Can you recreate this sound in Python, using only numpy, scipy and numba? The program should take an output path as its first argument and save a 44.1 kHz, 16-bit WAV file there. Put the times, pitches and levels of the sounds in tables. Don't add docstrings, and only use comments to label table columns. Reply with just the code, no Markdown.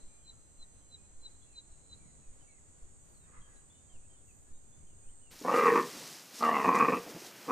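import sys
import numpy as np
from scipy import signal
from scipy.fft import rfft, irfft, next_fast_len
from scipy.io import wavfile
from scipy.ndimage import uniform_filter1d
from numba import njit

SR = 44100
rng = np.random.default_rng(int(sys.argv[2]) if len(sys.argv) > 2 else 0)


def unload_audio(sound):
    columns = np.transpose(np.atleast_2d(sound))
    steps = np.round(np.clip(columns, -1, 1) * 32767)
    wavfile.write(sys.argv[1], SR, steps.astype(np.int16))


N = 331191
T = np.arange(N) / SR
CHANGE_S = 5.303

# (time [s], push [dB])
SURGE_ROWS = [(5.449, 10), (5.472, 6), (5.514, 3), (5.538, 2), (5.573, 3), (5.656, 6), (5.679, 3.5),
              (5.7, 1), (5.72, 1), (5.756, 7), (6.424, 6), (6.644, 9), (6.677, 4), (6.746, 6), (6.76, 2),
              (6.797, 3), (6.821, 4), (6.847, 3), (6.881, 5), (7.494, 2)]


def undb(db):
    return 10 ** (np.asarray(db) / 20)


def unit(x):
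    return x / np.sqrt(np.mean(x ** 2))


def curve(rows, column, outside=None):
    rows = np.array(rows)
    return np.interp(T, rows[:, 0], rows[:, column], outside, outside)


def walk(rate):
    hold = int(SR / rate)
    steps = np.repeat(rng.standard_normal(N // hold + 1), hold)
    return unit(uniform_filter1d(uniform_filter1d(steps, hold), hold)[:N])


@njit
def svf(x, hz, width):
    y, b, l = np.empty(len(x)), 0., 0.
    for i in range(len(x)):
        g, k = np.tan(np.pi * hz[i] / SR), width / hz[i]
        v = (b + g * (x[i] + 1e-18 - l)) / (1 + g * (g + k))
        b, l, y[i] = 2 * v - b, l + 2 * g * v, k * v
    return y


def band(x, hz, width):
    return svf(x, hz * np.ones(len(x)), float(width))


def band_twice(x, hz, width):
    return band(band(x, hz, width), hz, width)


def coloured(points, x):
    hz, db = np.transpose(points)
    f = np.arange(1, N // 2 + 2) * SR / N
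    return unit(irfft(rfft(x) * undb(np.interp(np.log(f), np.log(hz), db)), N))


def air():
    # (frequency [Hz], relative level [dB per Hz])
    field_colour = [(20, -8), (120, -25), (250, -25), (500, -28.5), (1000, -34.5), (2500, -42), (5600, -46),
                    (6500, -40), (8500, -39), (9300, -40.5), (10500, -48.5), (12300, -58), (13000, -75),
                    (16000, -85)]
    # (time [s], change of wind level [dB], fading time [s])
    gust_rows = [(.0, 4, .04), (.12, -5, 0.066), (1.95, 9.5, 0.15), (2.88, 2, 0.14), (3.4, 4.5, 0.06),
                 (3.95, 5.5, 0.096), (4.21, 7, 0.095), (4.5, 5, 0.044), (4.82, 9, 0.12)]
    # (time [s], peak before the leak [dB], length scale [s])
    push_rows = [(0.057, -42.5, 0.037), (0.616, -45, 0.036), (1.192, -43.5, 0.06), (1.718, -48, 0.022),
                 (2.294, -43.5, 0.031), (2.843, -46, 0.032), (3.4, -44.5, 0.033), (3.975, -43, 0.051),
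                 (4.544, -41.5, 0.056), (4.878, -47, 0.067), (5.086, -40.5, 0.04)]
    field_db, wind_db = -62, -65
    field = np.array([coloured(field_colour, rng.standard_normal(N)) * undb(field_db + 1.16 * walk(23.17))
                      for _ in range(2)])

    coarse = T[::16]
    gusts = 0
    for s, db, fade in gust_rows:
        hurry = np.where(coarse > s, 1, 3.0)
        gusts = gusts + db * np.exp(-hurry * np.abs(coarse - s) / fade)
    gusts = np.interp(T, coarse, gusts)
    shared, left, right = (unit(band_twice(rng.standard_normal(N), 69, 100)) for _ in range(3))
    wind = (0.67 * shared + 0.7 * np.array([left, right])) * undb(wind_db + gusts + 2.0 * walk(25.25))

    pushes = sum(undb(db) * np.exp(-np.abs((coarse - s) / (0.66 * length)) ** 5.4)
                 for s, db, length in push_rows)
    pushes = np.interp(T, coarse, pushes)
    slack = signal.lfilter([1 / 9000], [1, 1 / 9000 - 1], pushes)
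    return field + wind + pushes - slack


def verse(t, first, clicks, strokes, second, level, size=32):
    stroke_side = (-9, 0, -7, -1, -6, -13)
    second_side = (-6.5, -9, -12, -2, -18)
    rasp_db, rasp_hz = -13, 200
    lines = [(first + n * clicks + j * strokes, db + side)
             for n, db in enumerate(level[:-1]) for j, side in enumerate(stroke_side, -1)]
    lines += [(second + j * strokes, level[-1] + side) for j, side in enumerate(second_side, -3)]
    hz, db = np.transpose(lines)[:, :, None]

    count = int((t[-1] - t[0]) * 14) + 2
    chance = rng.standard_normal((2, 2, len(lines), count))
    at = np.linspace(0, count - 1, len(t) // size)
    swell, turn = np.apply_along_axis(lambda k: np.interp(at, np.arange(count), k), -1, chance)
    gain = np.sqrt(2) * undb(db + 3 * swell)
    late = 2 * np.pi * (.12 * turn + rng.random((2, len(lines), 1)))
    phase = (2 * np.pi * (hz * t[:len(at) * size] % 1)).astype(np.float32).reshape(len(lines), -1, size)
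    song = sum(np.einsum("plb,lbs->pbs", (gain * a(late)).astype(np.float32), b(phase))
               for a, b in ((np.cos, np.sin), (np.sin, np.cos)))
    song = np.pad(song.reshape(2, -1), ((0, 0), (0, len(t) % size)))

    n = next_fast_len(len(t), True)
    f = np.arange(n // 2 + 1) * SR / n
    comb = 0
    for k, partial_db in enumerate(level[:-1]):
        centre = first + k * clicks + 0.77 * strokes
        comb = comb + undb(partial_db) / (1 + ((f - centre) / (rasp_hz / 2)) ** 4)
    rasp = irfft(rfft(rng.standard_normal((2, n))) * comb, n)[:, :len(t)] * np.sqrt(2 * SR / np.pi / rasp_hz)
    return song + undb(rasp_db) * rasp


def cicada():
    # (start [s], end [s], blend [s], lowest click partial [Hz], clicks [per s], strokes [per s],
    # line of a second insect [Hz])
    verse_rows = [(0, 1.9, .8, 6327, 354.3, 48.5, 6190), (1.1, 4.51, .8, 6340, 355.2, 50.5, 6185),
                  (4.505, 5.1, .005, 6408, 357, 51, 6206), (4.95, 5.4, .15, 6408, 357, 51, 6206)]
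    # (eight click partials [dB rms], second insect [dB])
    verse_levels = [(-100, -78, -84, -73, -78.5, -72, -86, -83, -78.5),
                    (-100, -76, -78.5, -75.5, -76, -74, -80, -80.5, -80),
                    (-83, -73.5, -81, -73.5, -82, -74.5, -83, -82.5, -83),
                    (-92, -76, -77, -74, -92, -67, -90, -89, -81)]
    # (frequency [Hz], width [Hz], level [dB rms])
    overtone_rows = [(9250, 120, -99), (9760, 170, -111), (11980, 180, -93.5)]
    out = np.zeros((2, N))
    drift = np.cumsum(1 + .0004 * walk(6)) / SR
    for k, ((t0, t1, blend, *song), level) in enumerate(zip(verse_rows, verse_levels)):
        a, b = int(t0 * SR), int(t1 * SR)
        next_blend = verse_rows[min(k + 1, len(verse_rows) - 1)][2]
        rise = np.clip((T[a:b] - t0) / blend, 0, 1) if k else 1
        fall = np.clip((t1 - T[a:b]) / next_blend, 0, 1)
        out[:, a:b] += np.sqrt(rise * fall) * verse(drift[a:b], *song, level)
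    for hz, width, db in overtone_rows:
        out += [unit(band(rng.standard_normal(N), hz, width)) * undb(db + 5.0 * walk(4.96)) for _ in range(2)]
    return out * undb([[-1.5], [1.5]])


def whistle(rows, edge_s, rough_db):
    s, hz, db = np.transpose(rows)
    a = int(s[0] * SR)
    t = T[a:int(s[-1] * SR)]
    ends = np.clip(np.minimum(t - t[0], t[-1] - t) / edge_s, 0, 1)
    phase = 2 * np.pi * (np.cumsum(np.interp(t, s, hz)) / SR + rng.random())
    shimmer = uniform_filter1d(rng.standard_normal((2, SR // 4)), size=400)[:, :len(t)] * 20
    phase = phase + 0.12 * rough_db * shimmer[::-1]
    level_db = uniform_filter1d(uniform_filter1d(np.interp(t, s, db), size=180), size=180)
    tone = np.sin(phase + [[0], [1.3]])
    out = np.zeros((2, N))
    out[:, a:a + len(t)] = np.sqrt(2) * undb(level_db + rough_db * shimmer) * ends * tone
    return out


def bird():
    # (central moment [s], reference level [dB], reference pitch [Hz], stretch in time [factor])
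    bird_rows = [(0.297, -57, 4040, 1.06), (0.628, -58, 4030, 0.91), (.945, -57, 3996, 1.03),
                 (1.264, -53.5, 4020, 0.98), (1.586, -53, 4025, 1.01), (1.932, -57, 4000, 0.93)]
    # (time from the central moment [s], offset from the pitch [Hz], level against the reference [dB])
    note_shape = [(-.058, 125, -24), (-.04, 55, -13), (-.02, 15, -3.5), (-.004, 14, 3), (.003, -32, 9),
                  (.009, -80, -5), (.018, -93, -3), (.027, -40, -21)]
    note_before = (-.03, -55)
    blur_db, blur_db_per_s = -21.5, 36
    notes = 0
    for s, db, hz, stretch in bird_rows:
        scaled = np.array(note_shape) * [stretch, 1 + .15 * rng.standard_normal(), 1]
        notes = notes + whistle(scaled + [s, hz, db], 0.005, 1.5)
    fade = sum(undb(db + blur_db - blur_db_per_s * np.clip(T - s, 0, 2)) * (T > s)
               for s, db, *_ in bird_rows + [note_before])
    blur = [unit(band_twice(rng.standard_normal(N), 4050, 240)) * undb(3.0 * walk(20)) for _ in range(2)]
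    return notes + blur * fade


def far_twitters():
    calls, lowest_db = 24, -88
    s, length, hz, glide, db = rng.random((calls, 5)).T
    hz = 1900 + 2200 * hz
    last_hz = hz * (.85 + .2 * glide)
    return list(zip(5.1 * s, .04 + .06 * length, hz, last_hz, 1 + glide, lowest_db + 5 * db, 0 * s))


def twitters():
    # (start [s], length [s], first pitch [Hz], last pitch [Hz], bend [over 1: the glide comes late],
    # level before the dip [dB], swell from start to end [dB])
    twitter_rows = [(0.072, .15, 2350, 2420, 1.3, -80, -3), (0.318, 0.09, 1370, 1270, 1.2, -77, -4),
                    (1.412, 0.05, 3400, 3380, 0.98, -71, 2), (1.45, .07, 2760, 2680, 1.3, -80, 4),
                    (1.52, .055, 2520, 2450, 1, -77, 0), (.62, .08, 1950, 1880, 1, -80, 0),
                    (.97, .09, 2450, 2540, 1, -80, 0), (4.03, .04, 1720, 1660, 1, -79, 0),
                    (4.46, .05, 1730, 1680, 1, -80, 0), (1.989, 0.061, 2350, 2310, 0.99, -76, 2),
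                    (2.05, 0.071, 2290, 1880, 1.2, -79, 2), (2.04, .03, 2050, 1980, 1, -77, 0),
                    (2.185, .03, 4180, 4020, 1, -78, 0), (2.49, .04, 4130, 4080, 1, -78, 0),
                    (2.222, 0.03, 2750, 2400, 1.2, -76, 2), (2.235, .03, 2150, 1900, 1, -79, 0),
                    (2.396, 0.04, 3120, 2960, 1.3, -76, 1), (2.425, 0.095, 2760, 2550, .8, -78, -3),
                    (2.47, .13, 2330, 2000, 0.94, -76.5, -7), (3.133, 0.14, 4760, 3600, 0.54, -78, -3),
                    (3.404, .07, 3230, 3030, 5.1, -70, -4), (3.555, .035, 4070, 3850, 1.9, -69, 3),
                    (3.588, .04, 3600, 2600, .8, -79, -4), (3.408, .02, 4000, 3950, 1, -76, 0),
                    (3.693, 0.18, 3370, 3630, 0.32, -77.5, -11), (3.74, 0.067, 3000, 3010, 1.1, -76, 3),
                    (3.886, 0.1, 3200, 2310, 2.3, -73, 2), (4.023, .05, 2500, 2700, 1, -77, 1),
                    (4.772, 0.035, 2950, 3000, 1.1, -84, 0), (4.095, 0.082, 3150, 2930, 2.7, -76, -8),
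                    (4.269, .055, 2800, 2430, 1.3, -73, 7.5), (4.53, 0.058, 3800, 3820, 1.1, -79, 5),
                    (4.72, 0.079, 3460, 3580, 1, -80, -11), (4.86, 0.086, 3150, 2630, 1.6, -79, -3),
                    (5.025, 0.09, 2430, 3400, 2.2, -76, 5), (5.215, 0.088, 3000, 2600, 2, -75, 0)]
    middle_db = -3
    smear_db, smear_t60_s = -6, 0.37
    u = np.linspace(0, 1, num=9)
    dry_calls = 0
    for s, length, first_hz, last_hz, bend, db, swell in twitter_rows + far_twitters():
        hz = first_hz + (last_hz - first_hz) * u ** max(bend, .2)
        level_db = db + swell * (u - .5) + middle_db * np.sin(np.pi * u)
        dry_calls = dry_calls + whistle(np.transpose([s + length * u, hz, level_db]), 0.012, 3.5)
    tail = rng.standard_normal((2, SR // 4)) * undb(-60 * T[:SR // 4] / smear_t60_s)
    tail = tail / np.sqrt(np.sum(tail ** 2, axis=1, keepdims=True))
    return dry_calls + undb(smear_db) * signal.fftconvolve(dry_calls, tail, axes=1)[:, :N]


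def whine():
    # (time [s], level [dB])
    whine_rows = [(3.2, -81), (3.3, -64), (3.4, -67), (3.52, -69), (3.65, -78)]
    # (resonance before the shift [Hz], width [Hz], weight before flicker and levelling [dB])
    mouth_rows = [(450, 150, -1), (1140, 400, 0), (1610, 240, 1), (1880, 260, 0), (2250, 500, -9)]
    # (time [s], factor on the resonances)
    opening_rows = [(3.2, .92), (3.36, 1.06), (3.6, 1.0)]
    noise = rng.standard_normal((2, N))
    shift = curve(opening_rows, 1)
    mouth = 0
    for hz, width, db in mouth_rows:
        ring = np.array([band_twice(x, hz * shift, width) for x in noise])
        mouth = mouth + undb(db + 3.1 * walk(30)) * ring
    return unit(mouth) * undb(curve(whine_rows, 1, -200))


def knocks(events, cycles, rise):
    out = np.zeros(N)
    for s, db, hz in events:
        a = int(s * SR)
        turns = hz * np.arange(min(int(.08 * SR), N - a)) / SR
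        shape = (1 - np.exp(-turns / rise)) * np.exp(-turns / cycles)
        out[a:][:len(turns)] += undb(db) * shape * np.sin(2 * np.pi * turns)
    return out


def thuds():
    # (time [s], strength before rise and damping [dB], ring [Hz])
    thud_rows = [(5.413, -36, 292), (5.436, -41, 330), (5.945, -41, 290), (5.968, -41.5, 239.5),
                 (6.007, -38.5, 480), (6.018, -43.5, 270), (7.064, -33.5, 296), (7.074, -38, 680),
                 (7.094, -39, 448), (7.107, -44, 259), (7.146, -37, 170), (7.163, -39, 332),
                 (7.22, -43, 350), (7.246, -40, 720), (7.272, -45, 760)]
    hits = sum(undb(db) * np.exp(-np.clip(T - s, 0, 1) / 0.02) * (T > s) for s, db, _ in thud_rows)
    scuff = unit(band_twice(rng.standard_normal(N), 370, 450)) * hits * undb(-13.5)
    return knocks(thud_rows, cycles=2.37, rise=0.54) + scuff


def grass():
    # (time [s], level [dB])
    rustle_rows = [(5.3, -61), (5.41, -64), (5.57, -47.5), (5.85, -53), (6.03, -55), (6.3, -62),
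                   (6.45, -52), (6.86, -52.5), (7.3, -58), (7.51, -55.5)]
    # (frequency [Hz], relative level [dB per Hz])
    dull_colour = [(35, -73), (60, -43), (112, -2), (135, 1), (187, 5), (319, 3.5), (582, 0.5), (863, -1),
                   (2750, -3), (4480, -13.5), (10300, -27), (13600, -14), (15300, -13.5)]
    # (time [s], peak [dB], half width [s])
    sweep_rows = [(5.41, -59.5, 0.11), (5.579, -66, 0.021), (6.039, -55, 0.22), (6.377, -51.5, 0.044),
                  (6.756, -49, 0.0071), (6.79, -59, 0.023), (5.934, -62, 0.0043), (7.105, -59, 0.01),
                  (7.21, -62, .03), (7.27, -56, 0.025)]
    # (time [s], strength before rise and damping [dB], ring [Hz])
    snap_rows = [(5.3914, -39, 6300), (5.404, -37, 7100), (5.412, -40, 6900), (5.4244, -38, 5400),
                 (5.516, -46, 5740), (5.932, -40, 4650), (6.429, -28.5, 4400), (6.6676, -43, 5900),
                 (6.6908, -33.5, 6250), (6.7551, -59, 3998), (6.7551, -49, 5760), (6.789, -28.5, 6960),
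                 (7.2695, -49, 4380)]
    dull_db = 3.5
    hiss_db, hiss_hz, sweep_top_db = -66.5, 12500, -22
    grains = rng.standard_normal(N) * undb(2.6 * uniform_filter1d(rng.exponential(size=N), size=30) * 4.2)
    coarse = T[::16]
    sweeps = sum(undb(db) * np.exp(-((coarse - s) / half) ** 2) for s, db, half in sweep_rows)
    sweeps = np.interp(T, coarse, sweeps)
    rustle_db = curve(rustle_rows, 1)
    crisp = unit(band(grains, 5250, 3940)) * (undb(rustle_db + 1.0 * walk(25)) + sweeps)
    dull = coloured(dull_colour, rng.standard_normal(N)) * undb(rustle_db + dull_db)
    hiss_level = undb(hiss_db + 1.2 * walk(7.7)) + undb(sweep_top_db) * sweeps
    hiss = unit(band(rng.standard_normal(N), hiss_hz, 5500)) * hiss_level
    return crisp + dull + hiss + knocks(snap_rows, cycles=3.2, rise=.05) + thuds()


def pulses():
    # (time [s], rate [pulses per s], period scatter [0-1])
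    fold_rows = [(5.4, 190, .15), (5.6, 180, .22), (5.96, 170, .25), (6.39, 154, .02), (6.5, 160, .02),
                 (6.55, 145, .03), (6.59, 138, .03), (6.63, 146, .05), (6.7, 160, .16), (7.51, 150, .2)]
    second_db, early, early_per_scatter = -1, .33, -.5
    out, s, second = np.zeros(N + 1), fold_rows[0][0], 1
    time, rate, scatter = np.transpose(fold_rows)
    surges = np.array(SURGE_ROWS)[:, 0]
    for late, size in rng.standard_normal((600, 2)):
        rough = np.interp(s, time, scatter)
        limp = 1 + (2 * second - 1) * (early + early_per_scatter * rough)
        step = np.exp(rough * np.clip(late, -1.5, 2)) * limp / np.interp(s, time, rate)
        ahead = surges[(surges > s) & (surges < s + step + .006)]
        s, second = (ahead[0], 0) if len(ahead) else (s + step, 1 - second)
        at = s * SR
        if at >= N - 1:
            break
        gain = undb(second_db * second + (2 + 6 * rough) * np.tanh(size) * (s not in surges))
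        out[int(at)] += gain * (1 - at % 1)
        out[int(at) + 1] += gain * (at % 1)
    return out[:N]


def wall_answer(voice):
    wall_db, wall_t60_s, wall_hz = -17, .3, 480
    t = T[:SR // 4]
    echo = rng.standard_normal(len(t)) * undb(-60 * t / wall_t60_s) * (t > .008)
    echo = unit(echo) + .7 * unit(band(echo, wall_hz, 300))
    return undb(wall_db) * signal.fftconvolve(voice, echo / np.sqrt(np.sum(echo ** 2)))[:N]


def antelope():
    # (time [s], level [dB], lower, upper and top moving
    # throat resonance [Hz])
    bellow_rows = [
        [(5.42, -92, 500, 1090, 2700), (5.444, -49, 523, 1080, 2700), (5.449, -50, 517, 1110, 2670),
         (5.494, -32, 574, 1130, 2640), (5.55, -28, 493, 1280, 2780), (5.694, -23.5, 448, 1106, 2600),
         (5.802, -29.5, 413, 1093, 2570), (5.845, -50, 449, 1040, 2530), (5.9, -75, 445.7, 1080, 2400)],
        [(6.394, -59, 470, 1222, 2700), (6.416, -32.5, 539.4, 1226, 2720), (6.488, -27, 523, 1155, 2820),
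         (6.516, -28.5, 530, 1180, 2810), (6.612, -27.5, 500, 1084, 2630), (6.7, -28.5, 498, 1090, 2440),
         (6.81, -26, 486, 1128, 2470), (6.94, -28, 500, 1150, 2490), (6.957, -35, 505, 1176, 2600),
         (7.0, -49, 473.6, 1140, 2539)],
        [(7.468, -69, 472, 1120, 2620), (7.48, -41.5, 500, 1130, 2600), (7.51, -25, 490, 1190, 2610)],
    ]
    # (resonance [Hz], width [Hz])
    chest_nose_rows = [(245, 184), (740, 580)]
    # (time [s], frequency [Hz])
    third_rows = [(5.45, 1820), (5.6, 1930), (5.7, 1800), (5.82, 1720), (6.42, 1950), (6.6, 1870),
                  (6.66, 1860), (6.75, 1985), (6.9, 1850), (7.51, 1880)]
    # (lower moving resonance, chest, nose, third, top [dB])
    colour_rows = [(-4, -13, -0.5, -9, -13.5), (-16.5, -9.5, -4, -7.5, -20.5), (-4.5, -9, -6, -17, -19)]
    colour_drift = [(6, 0.0016, -79, -6, -33), (15.5, 0.0048, -22.5, -12, 17), (0, 0, 0, 0, 0)]
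    # (frequency [Hz], width [Hz], level [dB])
    weak_rows = [(1513, 296, -13), (2280, 174, -19)]
    weak_offset = (2, -2, -1)
    # (dB per dB, same five columns)
    soft_db_per_db, full_db = (0.031, 0.52, 0.18, 0.42, 0.071), -26.5
    open_s, shut_db = (0.045, 0.02, .02), (6, 0, 3, -25, -40)
    catch, catch_s, push_s = .45, .01, .022
    flicker_db = 2.2

    a = int(CHANGE_S * SR)
    t = T[a:]
    closure = pulses()
    rasp = signal.lfilter([1], [1, -np.exp(-1 / (0.005 * SR))], closure) * rng.standard_normal(N)
    source = (closure + .034 * rasp)[a:]
    surge_db = 0
    for s, db in SURGE_ROWS:
        away = np.abs(t - s)
        surge_db = surge_db + db * np.where(t > s, np.exp(-away / push_s), -catch * np.exp(-away / catch_s))
    source *= undb(surge_db)

    all_rows = np.vstack(bellow_rows)
    level_db, low_hz, high_hz, top_hz = (curve(all_rows, c)[a:] for c in range(1, 5))
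    starts = np.array([rows[0][0] for rows in bellow_rows])
    call = np.clip(np.searchsorted(starts, t) - 1, 0, None)
    since = t - starts[call]
    share_db = np.array(colour_rows)[call] + np.minimum(since, .6)[:, None] * np.array(colour_drift)[call]
    share_db += np.outer(np.clip(full_db - level_db, 0, 40), soft_db_per_db)
    share_db += np.outer(np.exp(-np.maximum(since, 0) / np.array(open_s)[call]), shut_db)

    sway = 1 + 0.03 * walk(30)[a:]
    third_hz = curve(third_rows, 1)[a:] * sway
    rings = [svf(svf(source, low_hz, 204.0), low_hz, 86.0)]
    rings += [band_twice(source, hz * sway, width) for hz, width in chest_nose_rows]
    rings += [svf(svf(source, third_hz, 300.0), third_hz, 220.0)]
    rings += [svf(svf(source, top_hz, 480.0), top_hz, 186.0)]
    voice = unit(svf(svf(source, high_hz, 370.0), high_hz, 130.0)) * undb(flicker_db * walk(60)[a:])
    for k, (ring, db) in enumerate(zip(rings, share_db.T)):
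        sign = (-1) ** (k + 1)
        voice = voice + sign * unit(ring) * undb(db + flicker_db * walk(60)[a:])
    for hz, width, db in weak_rows:
        voice = voice + undb(db + np.array(weak_offset)[call]) * unit(band_twice(source, hz * sway, width))

    loudness = sum(undb(curve(rows, 1, -200)) for rows in bellow_rows)
    voice = np.pad(voice, (a, 0)) * loudness * undb(-2.5)
    return voice + wall_answer(voice)


def scene():
    fade_out_s, fade_in_s = .16, .012
    plain = cicada() + twitters() + bird() + whine() + air()
    plain = plain * np.clip(1 - (T - CHANGE_S) / fade_out_s, 0, 1)
    return plain + (antelope() + grass()) * np.clip((T - CHANGE_S) / fade_in_s, 0, 1)


def record(dry):
    top_hz = 15020
    return signal.sosfilt(signal.ellip(12, .2, 95, top_hz, fs=SR, output="sos"), dry)


dry = scene()
out = record(dry)
unload_audio(out)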